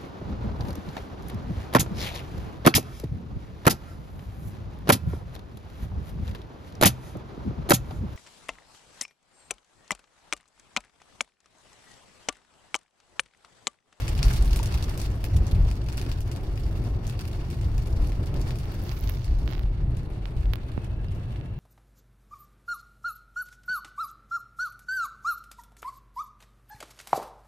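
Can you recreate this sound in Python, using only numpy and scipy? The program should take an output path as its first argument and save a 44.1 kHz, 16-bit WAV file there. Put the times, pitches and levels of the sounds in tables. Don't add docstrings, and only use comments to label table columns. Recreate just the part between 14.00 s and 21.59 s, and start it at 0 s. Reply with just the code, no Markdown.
import sys
import numpy as np
from scipy import signal
from scipy.fft import rfft, irfft
from scipy.io import wavfile

SR = 44100
rng = np.random.default_rng(int(sys.argv[2]) if len(sys.argv) > 2 else 0)


def wrap_up_sound(samples):
    columns = np.atleast_2d(samples).T
    tamed = np.clip(columns, -1, 1)
    steps = np.round(tamed * 32767).astype(np.int16)
    wavfile.write(sys.argv[1], SR, steps)


def invert_db(x):
    u = np.asarray(x, float) / 20
    return 10 ** u


N = 334719
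FREQS = np.maximum(np.arange(N // 2 + 1) * SR / N, 1)


def rms_one(x):
    return x / np.sqrt(np.mean(x ** 2) + 1e-20)


def in_time(rows):
    s, *columns = np.transpose(rows)
    return [np.interp(np.arange(N) / SR, s, c) for c in columns]


def at_hz(points, hz):
    return np.interp(np.log(hz), np.log(np.array(points)[:, 0]), np.array(points)[:, 1])


def drift(rate_hz):
    r = np.exp(-80 * np.pi * rate_hz / SR)
    white = rng.standard_normal(N // 40 + 2002)
    slow = signal.lfilter([1], [1, -2 * r, r * r], white)[2000:]
    return np.interp(np.arange(N) / 40, np.arange(len(slow)), rms_one(slow))


def pair(likeness):
    mid, side = rfft(rng.standard_normal((2, N))) / np.sqrt(2)
    likeness = np.clip(likeness, 0, 1)
    return np.sqrt(1 + likeness) * mid + np.sqrt(1 - likeness) * side * [[1], [-1]]


def strikes(seconds, heights):
    at = np.clip(np.round(seconds * SR).astype(int), 0, N - 1)
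    return np.bincount(at, heights, N) + 1e-18


def swells(starts, lengths, levels_db, rise_s, t60_s):
    power = invert_db(2 * levels_db)
    held = np.cumsum(strikes(starts, power) - strikes(starts + lengths, power))
    held = np.maximum(held, 0)
    rise, fade = np.exp(-1 / (rise_s * SR)), invert_db(-120 / (t60_s * SR))
    poles = np.convolve([1, -rise], [1, -fade])
    return signal.lfilter([(1 - rise) * (1 - fade)], poles, held) + 1e-20


# [dB, relative]
RAIN_COURSE = [(0.0, -43.5), (0.27, -44.5), (0.31, -37), (0.4, -45), (0.55, -44.5), (0.9, -46.5),
               (1.1, -49.5), (1.75, -51), (2.62, -52), (4.1, -50.5), (4.96, -49.5), (5.3, -54), (5.85, -57),
               (6.7, -54.5), (7.0, -58), (7.3, -53.5), (7.59, -61)]
# start_s [s], level_db [dB, relative], body_re_splash_db [dB]
FAT_DROPS = [(0.0799, -22.5, -1.5), (0.178, -30, -2), (0.191, -34.5, 8.5), (0.229, -19, -3.5),
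             (0.2818, -21, -7.5), (0.3, -29, -7), (0.33, -27, -11), (0.367, -25.5, -7), (0.424, -27.5, -10),
             (0.447, -33, -7), (0.495, -40, 7), (0.509, -31.5, -2), (0.532, -23.5, -7), (0.561, -22, -7),
             (0.591, -28.5, 0), (0.632, -25, -13), (0.658, -23, -11), (0.742, -25.5, -2),
             (0.776, -30, -0.5), (0.826, -26, -8), (0.841, -27, -12), (0.894, -29, -6), (0.976, -26, -10),
             (1, -27.5, -5), (1.0154, -27, -8), (1.059, -34.5, -2), (1.2416, -19, -7),
             (1.3638, -30.5, -4.5), (1.4674, -29.5, -8), (1.512, -31.5, -2), (1.7132, -29.5, -1),
             (1.886, -30.5, 0), (1.926, -32, -3), (1.972, -29, -9), (1.978, -29.5, 4.5), (2.0145, -28.5, 1),
             (2.064, -37, 6), (2.116, -27.5, -3), (2.186, -42, 1), (2.206, -25, -15), (2.3147, -30, -2),
             (2.3618, -35, -4), (2.5761, -33, 1), (2.8397, -37, -3), (3.0678, -31, -10), (3.092, -34, -7),
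             (3.097, -30, -6), (3.192, -33, 0.5), (3.2157, -34, -3), (3.2532, -33, -3), (3.277, -32, -6),
             (3.3157, -38.5, -4), (3.543, -39, -4), (3.7799, -32, -5), (3.821, -38, -6), (4.0162, -39, 0),
             (4.072, -37, -5), (4.12, -39.5, 4), (4.2597, -37, -10), (4.415, -32.5, -6.5),
             (4.4779, -32, -7), (4.507, -30.5, -1), (4.557, -32, -4), (4.587, -32.5, -10),
             (5.244, -34.5, -6), (5.9696, -34, -7), (7.084, -50, 10), (7.149, -41, -4)]
# [dB per Hz, relative]
PATTER_SPECTRUM = [(600, 12), (1300, 10), (2600, 1), (4800, 3), (7000, -1), (11000, -5.5), (16000, -9)]
# [dB per Hz, relative]
SPLASH_SPECTRUM = [(600, 0), (1200, -5.5), (2500, -6.5), (4000, -2), (5000, -3), (7000, -3.5), (16000, -11)]
# freq_hz [Hz], t60_s [s]
SPLASH_DECAY = [(1000, 0.14), (4000, 0.12), (15000, 0.098)]
# freq_hz [Hz], gain_db [dB]
LEFT_RESPONSE = [(3400, -4), (4800, -7), (7400, -10.5), (8500, -7.5), (11200, -8), (12000, -9),
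                 (15800, -13)]
RIGHT_RESPONSE = [(1500, -6), (2700, -1.5), (3500, -8.5), (4800, -6), (7000, -17), (10000, -5), (11500, -2),
                  (15800, -0.5)]
# start_s [s], share_closed [0-1], edge_hz of the treble loss [Hz]
PORT_COVER = [(4.7, 0.24, 7700), (5.3, 0.25, 7050), (5.68, 1, 5800), (6.6, 1, 5330), (6.85, 0.9, 4600)]
RIGHT_LAG_S, RAIN_LIKENESS = 0.00042, 0.15
SPRAY_DB, SPRAY_FOLLOWS, SPRAY_WAVERS_DB = -1, 0.28, 1
COVER_LOSS_DB, TRAPPED_AIR_DB, COVER_SLOPE_OCTAVES = 41, 4, 0.6
CAVITY_DB, CAVITY_UNDER_EDGE_OCTAVES = 4, 0.27


def cover_gain_db(hz, closed, edge_hz):
    above_edge = np.log2(hz / edge_hz)
    loss_db = COVER_LOSS_DB * closed * np.clip(above_edge / COVER_SLOPE_OCTAVES + 0.5, 0, 1)
    near = np.exp(-((above_edge + CAVITY_UNDER_EDGE_OCTAVES) / 0.3) ** 2)
    half_closed = np.sin(np.pi * np.clip(closed, 0, 1)) ** 0.5
    return TRAPPED_AIR_DB * np.sqrt(closed) - loss_db + CAVITY_DB * near * half_closed


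def rain(small_per_s=130.0, small_db=8, spread_db=7.0, colour_db=2.5, splash_db=11.0,
         rise_s=0.0004, crack_t60_s=0.003, tail_db=-13):
    rain_db, = in_time(RAIN_COURSE)
    treble_db = SPRAY_DB + SPRAY_FOLLOWS * (rain_db - rain_db.mean()) + SPRAY_WAVERS_DB * drift(3.6)
    closed, edge_hz = in_time(PORT_COVER)
    s, fat_db, body_db = np.transpose(FAT_DROPS)
    small = rng.random((round(small_per_s * N / SR), 2))
    at = (small[:, 0] * (N - 1)).astype(int)
    sizes_db = small_db - spread_db * np.log(1 - 0.92 * small[:, 1]) + rain_db[at]

    responses_db = [at_hz(LEFT_RESPONSE, FREQS), at_hz(RIGHT_RESPONSE, FREQS)]
    white = pair(RAIN_LIKENESS) * invert_db(responses_db)
    white[1] *= np.exp(-2j * np.pi * FREQS * RIGHT_LAG_S)
    centres = np.geomspace(600, 16500, num=15)
    place = np.interp(np.log(FREQS), np.log(centres), np.arange(15), -9, 99)
    hue, small_hue, out = 0, 0, 0
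    gusts = drift(28.0)
    spatter = invert_db(5 * drift(90))
    for k, hz in enumerate(centres):
        window = np.cos(np.clip(place - k, -1, 1) * np.pi / 2)
        band = irfft(white * window, N)
        high = np.clip(np.log2(hz / 3500) / 1.2, 0, 1)
        low = np.clip(np.log2(6300 / hz), 0, 1)
        hue = 0.48 * hue + rng.normal(0, colour_db, len(s))
        small_hue = 0.5 * small_hue + rng.normal(0, colour_db, len(at))
        power = strikes(s, invert_db(2 * (fat_db + splash_db + low * body_db + hue)))
        power += strikes(at / SR, invert_db(2 * (sizes_db + high * treble_db[at] + small_hue)))
        rise = np.exp(-1 / (rise_s * SR))
        power = signal.lfilter([1 - rise], [1, -rise], power) * invert_db(2 * at_hz(SPLASH_SPECTRUM, hz))
        crack = signal.lfilter([1], [1, -invert_db(-120 / (crack_t60_s * SR))], power)
        fade = invert_db(-120 / (at_hz(SPLASH_DECAY, hz) * SR))
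        tail = signal.lfilter([1], [1, -fade], power) * spatter
        splash = crack + invert_db(2 * tail_db) * tail
        patter_db = rain_db + high * treble_db + at_hz(PATTER_SPECTRUM, hz)
        patter = invert_db(2 * (patter_db + 2.8 * gusts + 1.52 * drift(18.0)))
        band *= np.sqrt(splash + patter)
        band[1] *= invert_db(cover_gain_db(hz, closed, edge_hz))
        out = out + band
    return out


# pitch_hz [Hz], level_db [dB, relative], t60_s [s]
GLASS_MODES = [(2527, -5, 0.017), (2920, -13.5, 0.023), (5000, -12, 0.034)]


def glass(right_db=-9.5, covered_loss_db=12.0):
    s, fat_db, body_db = np.transpose(FAT_DROPS)
    hit_db = fat_db + body_db
    closed = np.interp(s, *np.transpose(PORT_COVER)[:2])
    side_db = [0, right_db - covered_loss_db * closed]
    luck = rng.standard_normal((len(s), len(GLASS_MODES), 2))
    out = np.zeros((2, N))
    for k, (hz, level_db, t60_s) in enumerate(GLASS_MODES):
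        r, w = invert_db(-60 / (t60_s * SR)), 2 * np.pi * hz / SR
        for side in (0, 1):
            heights = invert_db(hit_db + level_db + side_db[side]) * np.sign(luck[:, k, side])
            hits = strikes(s + side * RIGHT_LAG_S, heights)
            out[side] += signal.lfilter([0, np.sin(w)], [1, -2 * r * np.cos(w), r * r], hits)
    return out


# freq_hz [Hz], likeness [0-1]
CABIN_CORRELATION = [(60, 0.99), (130, 0.96), (290, 0.84), (640, 0.75), (1400, 0.031)]
# freq_hz [Hz], left_over_right_db [dB]
CABIN_BALANCE = [(60, 0.3), (250, 1), (600, 2.5), (1400, 4)]


def cabin(spectrum, level_db, flicker_db):
    gain = invert_db(at_hz(CABIN_BALANCE, FREQS) * [[0.5], [-0.5]]) * invert_db(at_hz(spectrum, FREQS))
    gain = gain / (1 + (FREQS / spectrum[-1][0]) ** 6)
    noise = irfft(pair(at_hz(CABIN_CORRELATION, FREQS)) * gain, N)
    return rms_one(noise) * invert_db(level_db + flicker_db * drift(8))


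# [dB per Hz, relative]
BOOM_SPECTRUM = [(18, -2), (30, 0), (42, 10), (62, 5), (80, -8), (110, -63)]
DRONE_SPECTRUM = [(50, -22.5), (70, -2.5), (95, 2.5), (122, 0.5), (150, -8), (200, -17), (280, -35)]
ROAR_SPECTRUM = [(100, -61), (170, 0.5), (240, -2.5), (350, -1.5), (480, -10), (700, -13), (1050, -19.5),
                 (1500, -25.5), (3000, -33.5)]
# start_s [s], boom_db [dB], length_s [s], drone_re_boom_db [dB], roar_re_drone_db [dB]
ROUGH_STRETCHES = [(0.167, -21.5, 0.072, -4.5, -17), (0.344, -24, 0.22, -15, -5),
                   (1.318, -20, 0.058, 0, -16), (1.505, -16.5, 0.084, -8.5, -18),
                   (2.404, -33, 0.4, -10, -3), (2.723, -39, 0.29, 2.5, -6.5),
                   (3.61, -26, 0.13, -3.5, -15.5), (3.877, -20, 0.15, -11.5, -12.5),
                   (4.158, -25.5, 0.02, 2.5, -10.5), (4.29, -22, 0.092, -10, -6.5),
                   (5.008, -22.5, 0.037, -4.5, -13.5), (5.237, -25.5, 0.37, -14.5, -8),
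                   (5.762, -26.5, 0.16, -2, -20.5), (6.347, -17, 0.027, -8, -24),
                   (6.872, -29.5, 0.12, -5.5, -21)]
JOLT_RISE_S, JOLT_T60_S = 0.01, 0.65


def car():
    s, boom_db, length, drone_re_db, roar_re_db = np.transpose(ROUGH_STRETCHES)
    drone_db = boom_db + drone_re_db
    roar_db = drone_db + roar_re_db
    # spectrum, jolt level [dB], steady level at the start [dB], its slope [dB per s], flicker [dB]
    layers = [(BOOM_SPECTRUM, boom_db, -29, -0.93, 1.5),
              (DRONE_SPECTRUM, drone_db, -30.5, -0.55, 1.5),
              (ROAR_SPECTRUM, roar_db, -40.5, -0.7, 1.4)]
    t, out = np.arange(N) / SR, 0
    for spectrum, jolt_db, steady_db, slope_db, flicker_db in layers:
        jolts = swells(s, length, jolt_db, JOLT_RISE_S, JOLT_T60_S)
        power = invert_db(2 * (steady_db + slope_db * t)) + jolts
        out = out + cabin(spectrum, 10 * np.log10(power), flicker_db)
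    return out


# start_s of the peak [s], level_db of the peak [dB], pitch_hz [Hz]
HARD_JOLTS = [(0.272, -9, 44.7), (0.414, -14, 51.4), (0.527, -14.5, 48), (0.756, -14, 63),
              (1.362, -11.5, 61), (1.417, -10.5, 58)]


def thumps(half_length_cycles=0.75):
    t, out = np.arange(N) / SR, 0
    for s, level_db, hz in HARD_JOLTS:
        cycles = hz * (t - s)
        envelope = np.exp(-(cycles / half_length_cycles) ** 2)
        out = out + invert_db(level_db) * np.cos(2 * np.pi * cycles) * envelope
    return out


# [dB per Hz, relative]
SKIN_SPECTRUM = [(5000, -40), (9000, -15), (10500, -9), (11800, -1), (15800, 0)]
# [dB, relative]
FINGER_TICKS = [(4.6563, -35.5, -12), (4.721, -41, 1), (4.7441, -44, 7), (4.796, -49, 10), (4.8262, -43, 9),
                (4.838, -39, 5), (4.9173, -41, -4), (4.992, -41, 11), (5.009, -39, 8), (5.0413, -40, 8),
                (5.0961, -27, -1), (5.4774, -24.5, -24), (5.504, -35, -22), (5.513, -34, -11),
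                (5.526, -31, -26), (5.5518, -31, -20), (5.58, -33.5, -24), (5.594, -31, -15),
                (5.612, -45, -22), (5.635, -37, -33), (5.656, -45, -34), (6.256, -27, -27),
                (6.457, -36, -25), (6.5354, -19.5, -16), (6.539, -31, -18), (6.5573, -29.5, -12),
                (7.412, -38.5, -30)]
# [dB, relative]
SKIN_STROKES = [(4.717, 0.14, -63, -83), (4.834, 0.29, -51, -58.5), (5.127, 0.17, -69, -62.5),
                (5.348, 0.14, -66, -68.5), (5.478, 0.038, -57, -51.5), (5.553, 0.037, -63, -63)]
STROKE_RISE_S, STROKE_T60_S = 0.0054, 0.24
RESTING_HISS_DB = -79
TICK_HZ, DRAG_HZ = 3850, 6540


def finger(pulse_db=22.5, edge_db=24.0, left_db=-32):
    closed, _ = in_time(PORT_COVER)
    s, tick_db, bright_db = np.transpose(FINGER_TICKS)
    pulse = -strikes(s, invert_db(tick_db + pulse_db - np.maximum(bright_db, 0)))
    pulse = signal.sosfilt(signal.butter(4, TICK_HZ, fs=SR, output="sos"), pulse)
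    edge = strikes(s, invert_db(tick_db + edge_db + np.minimum(bright_db, 0)))
    edge = signal.sosfilt(signal.butter(8, 10500, "high", fs=SR, output="sos"), edge)

    start, length, hiss_db, drag_db = np.transpose(SKIN_STROKES)
    hiss = np.sqrt(swells(start, length, hiss_db, STROKE_RISE_S, STROKE_T60_S))
    drag = np.sqrt(swells(start, length, drag_db, STROKE_RISE_S, STROKE_T60_S))
    rough = rng.standard_normal(N) * drag * invert_db(11.0 + 6.9 * drift(250))
    shut = np.clip(closed, 0, 1)
    rough = (1 - shut) * rough + shut * signal.lfilter([0.3], [1, -0.85], rough)
    rough = signal.sosfilt(signal.butter(8, DRAG_HZ, fs=SR, output="sos"), rough)
    contact = signal.lfilter([1, -1], [1, -0.99], pulse + rough)

    skin = rms_one(irfft(rfft(rng.standard_normal(N)) * invert_db(at_hz(SKIN_SPECTRUM, FREQS)), N))
    airy = skin * (hiss + invert_db(RESTING_HISS_DB) * closed) * invert_db(1.4 * drift(30))
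    return (contact + edge + airy) * invert_db([[left_db], [0]])


# start_s [s], level_db [dB], pitch_hz [Hz], t60_s [s], left_over_right_db [dB]
DULL_KNOCKS = [(0.5975, -27.5, 907, 0.035, 4), (6.778, -22.5, 90, 0.033, -23)]


def knocks():
    out = np.zeros((2, N))
    for s, level_db, hz, t60_s, pan_db in DULL_KNOCKS:
        t = np.arange(round(t60_s * SR)) / SR
        cycles = hz * t + 0.21 * (1 - np.exp(-hz * t / 0.1))
        envelope = invert_db(level_db - 60 * t / t60_s) * (1 - np.exp(-t / 0.00021))
        ring = np.cos(2 * np.pi * cycles) * envelope
        out[:, round(s * SR):][:, :len(t)] += ring * invert_db([[pan_db / 2], [-pan_db / 2]])
    return signal.sosfilt(signal.butter(2, 4000, fs=SR, output="sos"), out)


# level_db [dB], left_over_right_db [dB], pitch as points of start_s [s], pitch_hz [Hz]
WHINE_PARTIALS = [(-66.5, 3, [(6.53, 2530), (6.86, 2535), (7.02, 2700), (7.3, 2650), (7.59, 2735)]),
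                  (-77.5, 5, [(6.68, 4040), (7.0, 4030), (7.12, 3950), (7.59, 4050)]),
                  (-69, -8, [(6.85, 1640), (7.59, 1680)])]


def whine(waver_hz=42, flicker_db=2.5, fade_s=0.08):
    out, t = 0, np.arange(N) / SR
    for level_db, pan_db, pitch in WHINE_PARTIALS:
        hz = in_time(pitch)[0] + waver_hz * drift(40)
        phase = 2 * np.pi * np.cumsum(hz) / SR
        heard = np.clip(np.minimum(t - pitch[0][0], pitch[-1][0] + fade_s - t) / fade_s, 0, 1)
        ports = []
        for side in (0.5, -0.5):
            gain = invert_db(level_db + side * pan_db + flicker_db * drift(15))
            ports.append(np.sin(phase + 2 * side) * gain)
        out = out + np.sqrt(2) * heard * np.array(ports)
    return out


def scene():
    return rain() + glass() + car() + thumps() + finger() + knocks() + whine()


def band_limit(x):
    return signal.sosfilt(signal.butter(12, 16820, fs=SR, output="sos"), x)


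def record(dry):
    hissing = dry + invert_db(-93) * rng.standard_normal(dry.shape)
    top = 1 / (1 + (FREQS / 15880) ** 200) + invert_db(-36)
    mix = irfft(rfft(hissing) * top, N)
    return band_limit(mix)


dry = scene()
out = record(dry)
wrap_up_sound(out)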